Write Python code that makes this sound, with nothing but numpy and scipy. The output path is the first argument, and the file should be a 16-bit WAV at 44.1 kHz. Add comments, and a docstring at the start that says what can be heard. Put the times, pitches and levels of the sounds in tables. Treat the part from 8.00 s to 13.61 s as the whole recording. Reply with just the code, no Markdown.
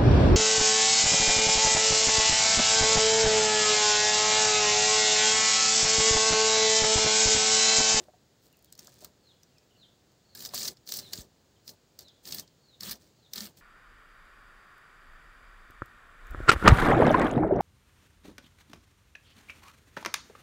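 """Peeling and slicing an onion

A small onion is peeled by hand, then pushed through an upright blade fixed in a wooden base.
Dry skin crackles; each cut is a rush of bursting cells, with louder snaps as layers give way.
Blade and base hum along and knock when bumped. Far off, small birds chirp over quiet outdoor air."""
import sys
import numpy as np
from scipy import signal
from scipy.fft import rfft, irfft
from scipy.io import wavfile
from scipy.ndimage import uniform_filter1d

SR = 44100
rng = np.random.default_rng(int(sys.argv[2]) if len(sys.argv) > 2 else 0)


def pcm_store(signal):
    """Save signal as 16-bit PCM."""
    levels = np.round(np.clip(np.atleast_2d(signal), -1, 1) * 32767)
    wavfile.write(sys.argv[1], SR, levels.astype(np.int16).T)


N = 247401

# Pushes of the onion along the blade. Each row: start in seconds, lead-in and length in seconds,
# crunch level in dB, swell over the push in dB, then offsets in dB for fizz, blade rasp and base.
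CUTS = [(2.351, 0.0039, .125, -48.5, 5, -6, -12, -10.5), (2.505, .02, .025, -56.5, 6, -14, -6, -5),
        (2.539, .008, 0.15, -37, 1.5, -13, -13.5, -17), (2.888, 0.031, .11, -41.5, 5.5, -8.5, -18.5, -16.5),
        (2.999, 0.018, 0.13, -60.5, -4, -15, -3.5, -1.5), (3.127, .022, .092, -48.5, 0, -12, -11.5, -9.5),
        (3.674, 0.032, .028, -53, 9, -6, -31, -10.5), (3.991, .006, .04, -57.5, -1, -16, -11.5, -5),
        (4.275, 0.046, .13, -47, 0, -6, -9.5, -9), (4.833, .035, .098, -43.5, 1.5, -7, -6, -12),
        (5.364, .03, .108, -46.5, -4, -5.5, -5, -10.5)]
# Tone curves of the crunching flesh, its fine fizz and the rasp of the blade.
# Each row: frequency in Hz, relative level in dB.
FLESH_TONE = [(600, -48), (1500, -57), (2600, -14.5), (3400, -6.5), (4300, 5.5), (5200, 3.5), (6500, 2),
              (8000, 0.5), (10000, -11), (12000, -16), (15000, -3)]
FIZZ_TONE = [(6000, -30.5), (9000, -5.5), (11500, -9.5), (13000, -2), (14500, 2.5), (15500, -0.5),
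             (16500, -5)]
RASP_TONE = [(400, -8.5), (800, -3), (1150, -1), (1700, 5.5), (2400, 3), (3300, 7.5), (5000, -11.5)]
# Ringing of the blade. Each row: frequency in Hz, bandwidth in Hz, strength in dB.
BLADE_MODES = [(1232, 69, 7), (1533, 29, 2.5), (1780, 55, 4.5), (3394, 19, 2)]


def cutting_and_peeling():
    """Wet, dense crunch of the cuts and light, dry rustle of the peeling."""
    # Fingers pull at the skin or shift their grip. Each row reads as in CUTS, with rustle for crunch.
    peels = [(.004, 0.0042, 0.041, -67.5, -5, -10, -2.5, 9), (.43, 0.019, 0.052, -68.5, -1, 3, -14, -2),
             (.79, 0.019, 0.29, -65, -6.5, -13, -8, 0.5), (1.014, 0.021, 0.046, -56.5, 1, -6, -13, -2.5),
             (5.01, .03, 0.092, -69, -8, -14, -8.5, 0.5), (5.318, 0.019, 0.02, -65, 11, -1, -10, -0.5),
             (5.572, 0.011, 0.05, -64.5, -5, 3, -10, -3.5)]
    out = np.zeros(N)
    for row in CUTS:
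        add(out, *stroke(row, per_s=2000, spread_db=0, clump_db=1, colour_db=3.5,
                         crunch_db=-0.5, fizz_db=2, rasp_db=-1, base_db=0.5))
    for row in peels:
        add(out, *stroke(row, per_s=750, spread_db=1.5, clump_db=2.5, colour_db=1,
                         crunch_db=0, fizz_db=-4.5, rasp_db=1, base_db=-2))
    return out


def stroke(row, per_s, spread_db, clump_db, colour_db, crunch_db, fizz_db, rasp_db, base_db):
    """Cells burst in clumps that drive flesh, fizz, blade and base. Returns start time and sound."""
    # Tone curve of the wooden base. Each row: frequency in Hz, relative level in dB.
    base_tone = [(25, -35), (60, -1.5), (110, 0), (200, -2), (350, -2.5), (600, -6.5), (950, -13),
                 (2000, -32)]
    start, lead_s, length, db, swell_db, fizz, rasp, base = row
    t = np.arange(-lead_s, length + .06, 1 / SR)
    # The crunch drops at once as the edge comes through; the heavy base settles more slowly.
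    level = db + push_envelope(t, lead_s, length, swell_db, break_db=7.5, release_db_per_s=380)
    base_level = db + push_envelope(t, lead_s, length, swell_db, break_db=0, release_db_per_s=141)
    clumps = gain_of(clump_db * wander(len(t), size=220))
    coarse = mottled(clumps * fractures(len(t), per_s, spread_db), colour_db)
    fine = mottled(clumps * fractures(len(t), per_s, spread_db), colour_db)
    drag = np.sqrt(clumps) * rng.standard_normal(len(t))  # the base feels a smoother force
    sound = gain_of(level + crunch_db) * unit_rms(ring(coarse, response(FLESH_TONE)))
    sound += gain_of(level + fizz + fizz_db) * unit_rms(ring(fine + .096 * coarse, response(FIZZ_TONE)))
    sound += gain_of(level + rasp + rasp_db) * unit_rms(ring(coarse, response(RASP_TONE, BLADE_MODES)))
    sound += gain_of(base_level + base + base_db) * unit_rms(ring(drag, response(base_tone)))
    fade_in = np.minimum((t - t[0]) / .003, 1)
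    fade_out = np.minimum((t[-1] - t) / .02, 1)
    return start + t[0], sound * fade_in * fade_out


def push_envelope(t, lead_s, length, swell_db, break_db, release_db_per_s, attack_db=19.5, break_s=.0037):
    """Level in dB: the edge leans in and bites, the force grows or eases steadily, then lets go."""
    attack = attack_db * np.minimum(t / lead_s, 0)
    swell = swell_db * (np.clip(t / length, 0, 1) - .5)
    after = np.maximum(t - length, 0)
    return attack + swell - break_db * np.minimum(after / break_s, 1) - release_db_per_s * after


def fractures(count, per_s, spread_db, friction=0.2):
    """Tiny fractures click at random moments over a little smooth friction."""
    sizes = gain_of(spread_db * np.minimum(rng.exponential(1, count), 3.5))
    clicks = sizes * rng.choice([-1, 1], count) * (rng.random(count) < per_s / SR)
    return unit_rms(clicks) + friction * rng.standard_normal(count)


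def mottled(x, depth_db):
    """Each clump of cells pops with its own colour: patches a few ms long and about a kHz wide."""
    spectrum = signal.stft(x, nperseg=128, noverlap=96)[2]
    patches = uniform_filter1d(rng.standard_normal(spectrum.shape), size=4, axis=0)
    patches = unit_rms(uniform_filter1d(patches, size=9, axis=1))
    return signal.istft(spectrum * gain_of(depth_db * patches), nperseg=128, noverlap=96)[1][:len(x)]


def snaps(rise_s=0.00099, crack_s=0.0021, tail_s=0.01, tail_db=-20, size=2600):
    """A crack gathers, runs and trails off, the higher the briefer; the blade rings faintly."""
    # The main breaks of skin or flesh. Each row: time in seconds, level in dB, fizz offset in dB,
    # pitch of the crack in Hz.
    breaks = [(.646, -62.5, 8, 6860), (0.726, -49, 2, 8000), (.753, -58, -2, 6200),
              (0.7925, -44.5, -2.5, 6100), (0.872, -49.5, -2.5, 6860), (1.0471, -47.5, 7, 7000),
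              (1.433, -56.5, -5, 5830), (1.5835, -59.5, -11, 5200), (2.119, -71, -2, 5500),
              (2.351, -48, 4, 4460), (2.405, -45.5, 1, 4200), (2.4241, -45, 3, 6000),
              (2.4514, -37, -5, 4940), (2.4598, -38, -3, 5250), (2.491, -46, -13, 5370),
              (2.5457, -45, 13, 6000), (2.5511, -35.5, -5, 5630), (2.5785, -33, -9, 4960),
              (2.6329, -35.5, -9, 6060), (2.6548, -31.5, -11, 5240), (2.6786, -36, -2, 5840),
              (2.6827, -32, -12, 4900), (2.771, -57.5, -15, 4500), (2.8748, -44.5, -6.5, 4760),
              (2.8908, -40, -14, 4770), (2.9221, -32, -1, 5700), (2.9399, -36.5, 2, 5900),
              (2.972, -46, 14.5, 5100), (2.9892, -37.5, -8, 5030), (3.134, -31.5, -3, 4650),
              (3.1758, -44.5, -18, 4800), (3.6788, -42.5, -4, 4840), (3.6926, -44.5, -12, 5100),
              (3.991, -43.5, -1, 5800), (4.008, -54, 2, 5000), (4.0838, -55.5, -16, 4700),
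              (4.2547, -45.5, -10, 5400), (4.2752, -44, -4, 4870), (4.3239, -33.5, -6, 4300),
              (4.3464, -40.5, 9, 4500), (4.3848, -38, -7, 4700), (4.397, -38, -0.5, 6400),
              (4.4776, -59.5, -22, 5200), (4.808, -38, -8.5, 4930), (4.833, -39, -4, 4970),
              (4.9117, -37, 4.5, 4400), (4.918, -43.5, 10, 4700), (5.3355, -36, 1, 5070),
              (5.359, -39, 0, 4430), (5.3802, -35.5, -8, 4630), (5.4062, -37, -4, 5000)]
    out = np.zeros(N)
    t = np.arange(-size // 12, size) / SR
    flesh, fizz, blade = response(FLESH_TONE), response(FIZZ_TONE), response(RASP_TONE, BLADE_MODES)
    span = np.sqrt(.004 * SR)  # a level counts as energy spread over 4 ms
    rise = np.exp(np.minimum(t, 0) / rise_s)
    for start, db, fizz_db, hz in breaks + small_snaps():
        age = np.maximum(t, 0) * (hz / 5000) ** 2  # the decay times hold for a crack at 5 kHz
        envelope = rise * (np.exp(-age / crack_s) + gain_of(tail_db) * np.exp(-age / tail_s))
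        layers = (resonate(flesh, hz, width_hz=2400), 1.5), (fizz, fizz_db - 0.5), (blade, -14)
        for impulse, layer_db in layers:
            crack = ring(envelope * rng.standard_normal(len(t)), impulse)
            add(out, start + t[0], gain_of(db + layer_db) * span * crack / np.linalg.norm(crack))
    return out


def small_snaps():
    """Rows for snaps(): thin layers give way all through each cut, and dry skin ticks as it tears."""
    # Stretches of tearing skin. Each row: start in seconds, length in seconds, level in dB.
    tears = [(0.518, .2, -72), (0.721, .35, -63)]
    rows = []
    for start, _, length, db, *_ in CUTS:
        rows += scatter(start, length, db - 2, per_s=45, spread_db=3, fizz_db=-6.5, hz=4960)
    for start, length, db in tears:
        rows += scatter(start, length, db, per_s=29, spread_db=2, fizz_db=3, hz=6550)
    return rows


def scatter(start, length, db, per_s, spread_db, fizz_db, hz, fizz_spread_db=8, count=16):
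    """Small snaps at loosely even moments of one stretch, each with its own strength and colour."""
    when = (np.arange(count) + rng.random(count)) / per_s
    size, fizz, pitch = rng.uniform(-0.9, 1, (count, 3)).T
    rows = np.transpose([start + when, db + spread_db * size,
                         fizz_db + fizz_spread_db * fizz, hz * (1 + 0.23 * pitch)])
    return list(rows[when < length])


def blade_hum(hz=203, width_hz=45):
    """Dragging flesh excites the lowest bending mode of the blade; the hum swells and fades."""
    # Small pieces drag along the blade. Each row: start in seconds, length in seconds, level in dB.
    drags = [(4.3, .11, -56), (4.79, .17, -51), (5.344, .135, -46)]
    out = np.zeros(N)
    for start, length, db in drags:
        swell = np.sin(np.pi * np.arange(0, length, 1 / SR) / length)
        sway = resonate(rng.standard_normal(SR), hz, width_hz)
        sway = resonate(sway, hz, width_hz)[-len(swell):]
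        add(out, start, gain_of(db - 2.5) * unit_rms(sway) * swell)
    return signal.sosfilt(signal.butter(2, 130, "highpass", fs=SR, output="sos"), out)


def blade_knocks(falloff_db_per_octave=20):
    """Hands and onion bump the blade and base; each contact favours the modes near its own pitch."""
    # Soft contacts. Each row: time in seconds, level in dB, most excited pitch in Hz.
    contacts = [(.003, -42.5, 475), (0.084, -46, 660), (0.136, -51.5, 730), (0.878, -46.5, 1030),
                (1.021, -43.5, 620), (1.047, -50.5, 1220), (2.351, -48.5, 1750), (2.536, -31, 990),
                (3.134, -46, 1550)]
    # The blade on its base. Each row: frequency in Hz, relative level in dB, T60 in seconds.
    modes = [(362, 0, 0.1), (624, 2, 0.039), (723, -1.5, 0.063), (1050, 3, 0.016), (1230, -2.5, 0.048),
             (1655, 0, .06)]
    rows = [(start, db + mode_db - falloff_db_per_octave * abs(np.log2(hz / centre_hz)), hz, t60)
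            for start, db, centre_hz in contacts for hz, mode_db, t60 in modes]
    return damped_rings(rows, rise_s=0.0013, roughness=0.49)


def base_thuds():
    """The onion splits and the hands jolt the wooden base."""
    # Low thuds. Each row: time in seconds, level in dB, pitch in Hz, T60 in seconds.
    jolts = [(3.185, -29, 190, 0.017), (3.191, -34.5, 67.6, 0.067)]
    return damped_rings(jolts, rise_s=0.00091, roughness=0.078)


def damped_rings(rows, rise_s, roughness):
    """Decaying tones with a soft start, roughened by the rubbing contact."""
    out = np.zeros(N)
    t = np.arange(SR // 4) / SR
    rise = 1 - np.exp(-t / rise_s)
    for start, db, hz, t60 in rows:
        rub = 1 + roughness * wander(len(t), size=110)
        add(out, start, gain_of(db - 60 * t / t60) * rise * rub * np.sin(2 * np.pi * hz * t))
    return out


def birds(top_hz=4440, peep_s=0.03, peep_fall=0.147, waver=0.0247, flutter_db=4):
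    """Thin, fluttering whistles that hold their pitch, then swell and drop ever faster."""
    # One bird repeats a falling whistle. Each row: start in seconds, relative level in dB,
    # length in seconds, end pitch in Hz.
    chirps = [(1.204, -65, .14, 2750), (1.759, -60.5, .105, 2755), (2.22, -65, 0.23, 3560),
              (2.956, -56.5, .14, 3390), (3.986, -61, .13, 2950), (4.598, -65, 0.17, 3295),
              (5.152, -68.5, 0.14, 3090)]
    # A second bird peeps faintly. Each row: start in seconds, relative level in dB, start pitch in Hz.
    peeps = [(.52, -71, 2930), (.663, -71, 3640), (1.492, -78, 3200), (1.55, -72, 2750), (1.695, -72, 3230),
             (1.74, -70, 3000), (3.549, -74, 3370), (4.415, -67, 3310)]
    calls = [(start, db, top_hz, end_hz, length) for start, db, length, end_hz in chirps]
    calls += [(start, db, hz, hz * (1 - peep_fall), peep_s) for start, db, hz in peeps]
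    out = np.zeros(N)
    for start, db, start_hz, end_hz, length in calls:
        progress = np.linspace(0, 1, int(length * SR))
        count = len(progress)
        glide = start_hz + (end_hz - start_hz) * progress ** 2.2
        hz = glide * (1 + waver * wander(count, size=80))
        swell = (0.28 + np.sin(np.pi * progress ** 2.4)) * signal.windows.tukey(count, .2)
        flutter = gain_of(flutter_db * wander(count, size=400))
        whistle = np.sin(2 * np.pi * np.cumsum(hz) / SR)
        add(out, start, gain_of(db) * unit_rms(swell * flutter * whistle))
    return out


def echoes(x, t60, delay_s, dull_hz):
    """Sparse, dulled reflections from ground and walls, dying away."""
    t = np.arange(SR // 2) / SR
    taps = rng.standard_normal(len(t)) * (rng.random(len(t)) < .06)
    taps *= (t > delay_s) * gain_of(-60 * t / t60)
    reflected = ring(x, taps / np.linalg.norm(taps))
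    return signal.sosfilt(signal.butter(2, dull_hz, fs=SR, output="sos"), reflected)


def outdoor_air(level_db=-64.5, drift_db=0.03):
    """A quiet, almost steady bed of outdoor noise."""
    # Tone curve of the air. Each row: frequency in Hz, relative level in dB.
    air_tone = [(15, -18), (25, -15), (43, -4), (130, 2), (229, -4), (516, -6.5), (1100, -16.5),
                (1610, -16.5), (2280, -20.5), (4740, -16), (5880, -21), (6920, -17), (9840, -32.5),
                (14800, -29.5), (16000, -18)]
    noise = equalise(rng.standard_normal(N), air_tone)
    drift = np.interp(np.arange(N), np.linspace(0, N, 40), rng.standard_normal(40))
    return gain_of(level_db + drift_db * drift) * unit_rms(noise)


def gain_of(db):
    """Decibels to amplitude."""
    return 10 ** (np.asarray(db) / 20)


def unit_rms(x):
    """Scales to rms 1."""
    return x / np.sqrt(np.mean(x ** 2) + 1e-20)


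def wander(count, size):
    """Smooth random motion of rms 1 that changes over size samples."""
    return unit_rms(uniform_filter1d(rng.standard_normal(count), size))


def add(mix, start, sound):
    """Mixes a sound in at a start time in seconds."""
    part = mix[max(round(start * SR), 0):][:len(sound)]
    part += sound[:len(part)]


def tone_gain(tone, hz):
    """Amplitude of a tone curve, read on a log-frequency axis."""
    points_hz, db = np.transpose(tone)
    return gain_of(np.interp(np.log(hz + 1), np.log(points_hz + 1), db))


def equalise(x, tone):
    """Shapes a full-length track with a tone curve."""
    return irfft(rfft(x) * tone_gain(tone, np.fft.rfftfreq(N, 1 / SR)), N)


def response(tone, modes=(), size=4096):
    """Causal impulse response of energy 1: a broad tone curve with resonances on top."""
    hz = np.fft.rfftfreq(size, 1 / SR)
    gain = tone_gain(tone, hz)
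    for mode_hz, width_hz, db in modes:
        gain *= np.sqrt(1 + gain_of(db) ** 2 / (1 + (2 * (hz - mode_hz) / width_hz) ** 2))
    cepstrum = irfft(np.log(gain))
    cepstrum[1:size // 2] *= 2  # fold to minimum phase for a crisp onset
    cepstrum[size // 2 + 1:] = 0
    impulse = irfft(np.exp(rfft(cepstrum)))
    return impulse / np.linalg.norm(impulse)


def ring(x, impulse):
    """Passes x through an impulse response and keeps its length."""
    return signal.fftconvolve(x, impulse)[:len(x)]


def resonate(x, hz, width_hz):
    """Passes x through one resonance."""
    pole = np.exp((2j * np.pi * hz - np.pi * width_hz) / SR)
    return signal.lfilter([1 - abs(pole)], [1, -pole], x).imag


def scene():
    """Close, nearly dry handling and distant birds in the middle; the crunch's treble spreads wide."""
    # Stereo width of the crunch. Each row: frequency in Hz, side level relative to mid in dB.
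    width = [(3300, -67), (4400, -28.5), (6400, -19.5), (9800, -8), (13000, -12.5), (16000, -34)]
    near = cutting_and_peeling() + snaps() + blade_hum() + blade_knocks() + base_thuds()
    far = birds()
    mid = near + gain_of(-11) * echoes(near, t60=0.1, delay_s=.003, dull_hz=8200) + outdoor_air()
    mid += gain_of(-4) * (far + echoes(far, t60=0.38, delay_s=.004, dull_hz=7100))
    side = equalise(cutting_and_peeling() + snaps(), width)  # fresh crackle, unrelated to the mid
    return np.array([mid + side, mid - side])


def record(dry, low_cut_hz=42, high_cut_hz=15750):
    """The microphone sheds the lowest bass; a steep filter trims the very top."""
    thinned = signal.sosfilt(signal.butter(3, low_cut_hz, "highpass", fs=SR, output="sos"), dry)
    high_cut = signal.firwin(255, high_cut_hz, window=("kaiser", 7), fs=SR)
    return signal.oaconvolve(thinned, high_cut[None], "same")


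dry = scene()
out = record(dry)
pcm_store(out)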